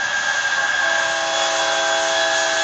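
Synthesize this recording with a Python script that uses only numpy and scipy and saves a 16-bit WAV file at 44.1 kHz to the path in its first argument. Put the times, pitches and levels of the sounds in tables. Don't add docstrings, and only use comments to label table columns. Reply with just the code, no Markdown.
import sys
import numpy as np
from scipy import signal
from scipy.fft import rfft, irfft
from scipy.io import wavfile

SR = 44100
rng = np.random.default_rng(int(sys.argv[2]) if len(sys.argv) > 2 else 0)


def magnitude_from_level(level_db):
    exponent = np.asarray(level_db, float) / 20
    return 10 ** exponent


def wrap_up_sound(samples):
    columns = np.atleast_2d(samples).T
    tamed = np.clip(columns, -1, 1)
    steps = np.round(tamed * 32767).astype(np.int16)
    wavfile.write(sys.argv[1], SR, steps)


N = 115983
TIME_S = np.arange(N) / SR


def in_time(rows):
    s, *columns = np.transpose(rows)
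    return [np.interp(TIME_S, s, column) for column in columns]


def drift(rate):
    step = 40
    pole = np.exp(-2 * np.pi * rate * step / SR)
    settle = 2000
    chance = rng.standard_normal(N // step + settle + 2)
    slow = signal.lfilter([1], [1, -2 * pole, pole * pole], chance)[settle:]
    return np.interp(np.arange(N) / step, np.arange(len(slow)), slow / slow.std())


def tone(turns, db):
    return np.sqrt(2) * magnitude_from_level(db) * np.sin(2 * np.pi * turns)


# t/s, length/s, level change/dB
EDDIES = [(.06, .06, -6), (.4, 0.047, -9), (0.634, .06, -18), (0.97, 0.066, -9), (1.13, .06, -6),
          (1.52, 0.065, -8), (1.697, 0.042, -5), (1.78, .03, 1), (1.899, 0.043, -6), (2.036, 0.062, -15),
          (2.135, 0.028, -4.5), (2.302, 0.035, -12), (2.452, .04, -9), (2.551, 0.039, -13)]


def eddies():
    return sum(depth_db * np.exp(-(2 * (TIME_S - s) / length) ** 2) for s, length, depth_db in EDDIES)


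# t/s, level/dB
STAGE = [(0, -45), (1.48, -51), (1.57, -40), (1.7, -56), (1.85, -45), (2.08, -43.5), (2.15, -52),
         (2.22, -28.5), (2.3, -40.5), (2.35, -32), (2.41, -43), (2.49, -33.5), (2.63, -41)]
SHAFT_ORDERS = [6, 20, 51, 40, 22, 23, 25, 37, 49, 60, 54, 71]
FIRST_BLADES = 17
SHIMMER_DB, SHIMMER_PER_S = 1.0, 14
FLUTTER_DB, FLUTTER_PER_S = 1.4, 40


def turbine(speed, rows, order_db, air, eddy_share):
    (hz,), (stage_db,) = in_time(speed), in_time(STAGE)
    blade_db, second_db, fourth_db = in_time(rows)
    second_db = second_db + eddy_share * eddies()
    shaft = np.cumsum(hz * air) / SR / FIRST_BLADES
    blade = FIRST_BLADES * shaft
    out = tone(blade, blade_db + .5 * SHIMMER_DB * drift(SHIMMER_PER_S))
    out = out + tone(2 * blade, second_db + FLUTTER_DB * drift(FLUTTER_PER_S))
    out = out + tone(4 * blade, fourth_db + FLUTTER_DB * drift(SHIMMER_PER_S))
    follows = [0, 0, 0, stage_db] + [second_db] * len(SHAFT_ORDERS)
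    for order, rel_db, curve_db in zip(SHAFT_ORDERS, order_db, follows):
        shimmer_db = 1.4 * SHIMMER_DB * drift(7.3)
        out = out + tone(order * shaft + rng.random(), rel_db + curve_db + shimmer_db)
    return out


# t/s, f/Hz
SPEEDS = [
    [(0, 1684), (.4, 1687.5), (1.3, 1691), (1.65, 1690), (2.0, 1687.5), (2.63, 1687.5)],
    [(0, 1615), (1.0, 1617.8), (1.6, 1619.8), (2.63, 1620.5)],
    [(0, 1611.5), (.12, 1608.6), (.3, 1605.9), (.45, 1603.2), (.6, 1599.4), (.86, 1593.3), (1.0, 1588.6),
     (1.6, 1575.5), (2.4, 1558), (2.63, 1555)],
]
# t/s, blade tone level/dB, second harmonic level/dB, fourth harmonic level/dB
TURBINE_A = [(0, -27.5, -39.5, -51), (.33, -27, -40.5, -51.5), (.46, -33.5, -36, -44),
             (.62, -27.5, -41, -52.5), (.88, -26, -33, -42.5), (1.08, -31, -33.5, -36.5),
             (1.18, -39, -36, -49.5), (1.422, -33, -24.5, -35), (1.52, -33, -31.5, -42),
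             (1.64, -39, -27.5, -48), (1.82, -43, -31, -37.5), (1.95, -50, -28.5, -37),
             (2.05, -43, -33, -40), (2.17, -24.5, -26.5, -38), (2.28, -25, -30, -43.5),
             (2.4, -24, -31.5, -29), (2.5, -29, -33, -42), (2.63, -25.5, -28.5, -33)]
TURBINE_B = [(0, -28.5, -51.5, -47.5), (.2, -29, -43, -41), (.3, -29, -38, -42), (.42, -26, -45.5, -42.5),
             (.6, -27, -54, -57), (.75, -24, -39, -57), (1.03, -24, -49, -55), (1.22, -28.5, -55, -52),
             (1.45, -40.5, -43.5, -43), (1.61, -33, -40, -40), (1.81, -37.5, -53, -43),
             (1.95, -43, -47.5, -45), (2.05, -33, -44.5, -50), (2.15, -33, -32.5, -49),
             (2.27, -30.5, -44, -49), (2.36, -27.5, -41, -46), (2.46, -32.5, -35.5, -42),
             (2.63, -34, -44, -42.5)]
TURBINE_C = [(0, -29, -44, -51), (.17, -25, -42, -44), (.42, -25, -50, -40), (.57, -22, -46, -49.5),
             (.72, -28.5, -48.5, -49), (.86, -23.5, -44, -46), (1.02, -28, -41, -42), (1.22, -47, -41, -44),
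             (1.35, -45, -49, -55), (1.48, -45, -52, -41), (1.63, -27.5, -53, -40), (1.78, -26, -40, -46),
             (1.9, -24.5, -50, -52), (2.1, -33, -44, -55), (2.25, -30, -54, -57), (2.36, -35, -58, -56),
             (2.46, -28, -52, -55), (2.63, -31, -46.5, -51)]
# level/dB
ORDER_DB = [
    [-48, -54.5, -48.5, -3, -17, -22.5, -15.5, -22, -16.5, -18.5, -17.5, -19.5],
    [-45.5, -44.5, -51.5, -9, -15, -15.5, -13, -4.5, -15.5, -7, -11, -10],
    [-54, -45, -55, -13.5, -7.5, -7.5, -8, -13.5, -15, -7, -6, -14],
]


def whine():
    air = 1 + .0003 * drift(13)
    first = turbine(SPEEDS[0], TURBINE_A, ORDER_DB[0], air, 1)
    second = turbine(SPEEDS[1], TURBINE_B, ORDER_DB[1], air, 0)
    third = turbine(SPEEDS[2], TURBINE_C, ORDER_DB[2], air, 0)
    return first + second + third


# t/s, level/dB, treble lift/dB
ROAR = [(0, -36.5, 2.5), (.05, -34, 0.5), (.4, -32, 0.5), (.9, -33, 0), (1.3, -33, 3.5), (1.43, -30, 2.5),
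        (1.6, -32.5, 4), (1.97, -31.5, 2.5), (2.17, -32.5, 5.5), (2.29, -31.5, 3), (2.36, -32, 7.5),
        (2.44, -33.5, 7.5), (2.5, -33, 5), (2.63, -32, 5.5)]
# f/Hz, level/dB per Hz
EXHAUST = [
    (30, -79),
    (100, -73),
    (500, -73),
    (555, -63.5),
    (1400, -58.5),
    (2000, -68),
    (5000, -69.5),
    (7200, -67),
]
# f/Hz, width/Hz, lift/dB
HUMPS = [(600, 39, 1), (648, 43, -2), (812, 144, 5.5), (1182, 97, -1), (1680, 310, 6), (2203, 110, 5),
         (2050, 120, -1), (2420, 130, -8.5), (2710, 430, 7), (3000, 150, 1.5), (3395, 295, 7),
         (3995, 760, 4.5), (6170, 450, 4), (6740, 390, 3)]
PATCHY_DB, TOGETHER_DB = 1.2, .35
TREBLE_FROM_HZ = 3060


def roar():
    db, treble_db = in_time(ROAR)
    swell_db, treble_swell_db = db - db.mean(), treble_db - treble_db.mean()
    hz = np.maximum(np.arange(N // 2 + 1) * SR / N, 1)
    exhaust_hz, exhaust_db = np.transpose(EXHAUST)
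    shape_db = np.interp(np.log(hz), np.log(exhaust_hz), exhaust_db)
    for top, width, lift_db in HUMPS:
        shape_db = shape_db + lift_db * np.exp(-2 * ((hz - top) / width) ** 2)
    noise = rfft(rng.standard_normal(N)) * magnitude_from_level(shape_db) * np.sqrt(SR / 2)
    out, together_db = 0, TOGETHER_DB * drift(3.7)
    for centre in 20 * 2 ** np.arange(0, 9, 1 / 3):
        overlap = np.clip(1 - 3 * np.abs(np.log2(hz / centre)), 0, 1)
        band = irfft(noise * overlap, N)
        follows = np.clip(np.log2(centre / 300) / 2, 0, 1)
        bright = np.clip(np.log2(centre / TREBLE_FROM_HZ) * 2, 0, 1)
        flicker_db = PATCHY_DB * (0.48 + 0.52 * follows) * drift(10.2) + together_db
        out = out + band * magnitude_from_level(follows * swell_db + bright * treble_swell_db + flicker_db)
    return out


# t/s, sharpness/share of pitch, low chime level/dB, middle level/dB, high level/dB
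BLAST = [(.53, 0.019, -29, -31, -38), (.575, 0.019, 5, -19, -6), (.62, 0.01, 4.5, -6.5, -5),
         (.66, 0.0146, -5.5, -8.5, -1), (.70, 0.011, -24, -33, -15), (.785, 0.02635, -9, -30, -33),
         (.82, 0.0125, 6, -9.5, -13), (.86, 0.00856, 1, -1.5, -3.5), (1.0, .003, 0.0, -3, -4),
         (1.35, -0.0024, 3, 0.5, 0.5), (1.8, -0.0016, -2.5, 0.5, 0.5), (2.1, -.001, -3.5, 2.5, 2),
         (2.63, -0.004, -11, -0.5, -1)]
CHIMES = [
    (-88, -33.5, -53, -37),
    (-43, -26.5, -35, -52.5),
    (-44, -29, -55, -50),
]
LATE_PARTIALS = [
    (0, 1),
    (2, 0),
    (1, 2),
]
LATE_S, LATE_DB = 1.395, [-12.5, -8.5, -3]
SAG_S, SAG_DB_PER_S = 1.96, -20
CHIME_HZ, CHIME_SHARP = [271.9, 329.6, 405.9], [.3, 1.0, .7]


def horn():
    out, (sharp, *levels) = 0, in_time(BLAST)
    early = np.clip((LATE_S - TIME_S) / 0.45 + .5, 0, 1)
    for c, (db, partials) in enumerate(zip(levels, CHIMES)):
        turns = np.cumsum(CHIME_HZ[c] * (1 + CHIME_SHARP[c] * sharp)) / SR
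        for k, part_db in enumerate(partials):
            bloom_db = 0
            if (c, k) in LATE_PARTIALS:
                bloom_db = LATE_DB[LATE_PARTIALS.index((c, k))] * early
            if (c, k) == LATE_PARTIALS[-1]:
                bloom_db = bloom_db + SAG_DB_PER_S * np.maximum(TIME_S - SAG_S, 0)
            shimmer_db = 0.65 * drift(6.0)
            out = out + tone((k + 1) * turns + rng.random(), db + part_db + bloom_db + shimmer_db)
    return out


def scene():
    return (whine() + roar() + horn())[None]


CAMERA_RATE = 16000
# t/s, length/s, centre f/Hz, half width/Hz
DROPOUTS = [(.8, .09, 465, 30), (.98, .09, 465, 30), (.99, .1, 745, 50), (1.08, .12, 285, 28),
            (1.27, .1, 470, 28), (1.44, .09, 470, 28), (1.6, .46, 470, 30), (1.63, .09, 735, 45),
            (2.4, .09, 480, 22), (1.76, .14, 598, 38), (1.97, .45, 598, 38), (2.05, .09, 280, 28),
            (2.17, .08, 470, 30), (2.48, .12, 595, 36), (.82, .12, 20, 42)]
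# t/s, length/s, depth/Hz
TOP_SINKS = [(-.02, .23, 480), (.19, .23, 180), (.37, .045, 450), (.41, .11, 270), (.5, .04, 450),
             (.53, .33, 270), (.84, .14, 350), (.96, .09, 130), (1.27, .22, 230), (1.47, .04, 450),
             (1.91, .04, 450), (1.6, .16, 60), (1.74, .18, 170), (1.79, .04, 450), (2.2, .1, 80),
             (2.29, .04, 350), (2.33, .26, 130)]
SPARSE_HZ, CELL_BINS, CELL_FRAMES, KEPT = 7760, 3, 7, .35


def empty_bands(x):
    limit_hz = CAMERA_RATE / 2
    hz, s, frames = signal.stft(x, SR, nperseg=4096, noverlap=3584)
    gain = np.where(hz < limit_hz - 20, 1.0, 0)[:, None] * np.ones(len(s))
    cells = rng.random((len(hz) // CELL_BINS + 1, len(s) // CELL_FRAMES + 1)) < KEPT
    kept = np.repeat(np.repeat(cells, CELL_BINS, axis=0), CELL_FRAMES, axis=1)
    kept = kept[:len(hz), :len(s)]
    gain = gain * np.where(hz[:, None] > SPARSE_HZ, kept / np.sqrt(KEPT), 1)
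    tops = [(start, length, limit_hz, half) for start, length, half in TOP_SINKS]
    for rows, db in ((DROPOUTS, -32), (tops, -60)):
        for start, length, centre, half in rows:
            during = (s > start) & (s < start + length)
            gain[np.ix_(np.abs(hz - centre) < half, during)] = magnitude_from_level(db)
    return signal.istft(frames * gain, SR, nperseg=4096, noverlap=3584)[1][:, :N]


def mirror_image(x):
    image = 2 * x * np.cos(2 * np.pi * CAMERA_RATE * TIME_S)
    return signal.sosfilt(signal.butter(30, 8110, fs=SR, output="sos"), image)


def top_cut(x):
    return signal.sosfilt(signal.butter(12, 9240, fs=SR, output="sos"), x)


def record(dry):
    soft_top, edge_hz = .8, 7110
    x = soft_top * np.tanh(dry / soft_top)
    x = signal.sosfilt(signal.butter(14, edge_hz, fs=SR, output="sos"), x)
    x = empty_bands(x)
    mix = x + mirror_image(x)
    return top_cut(mix)


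dry = scene()
out = record(dry)
wrap_up_sound(out)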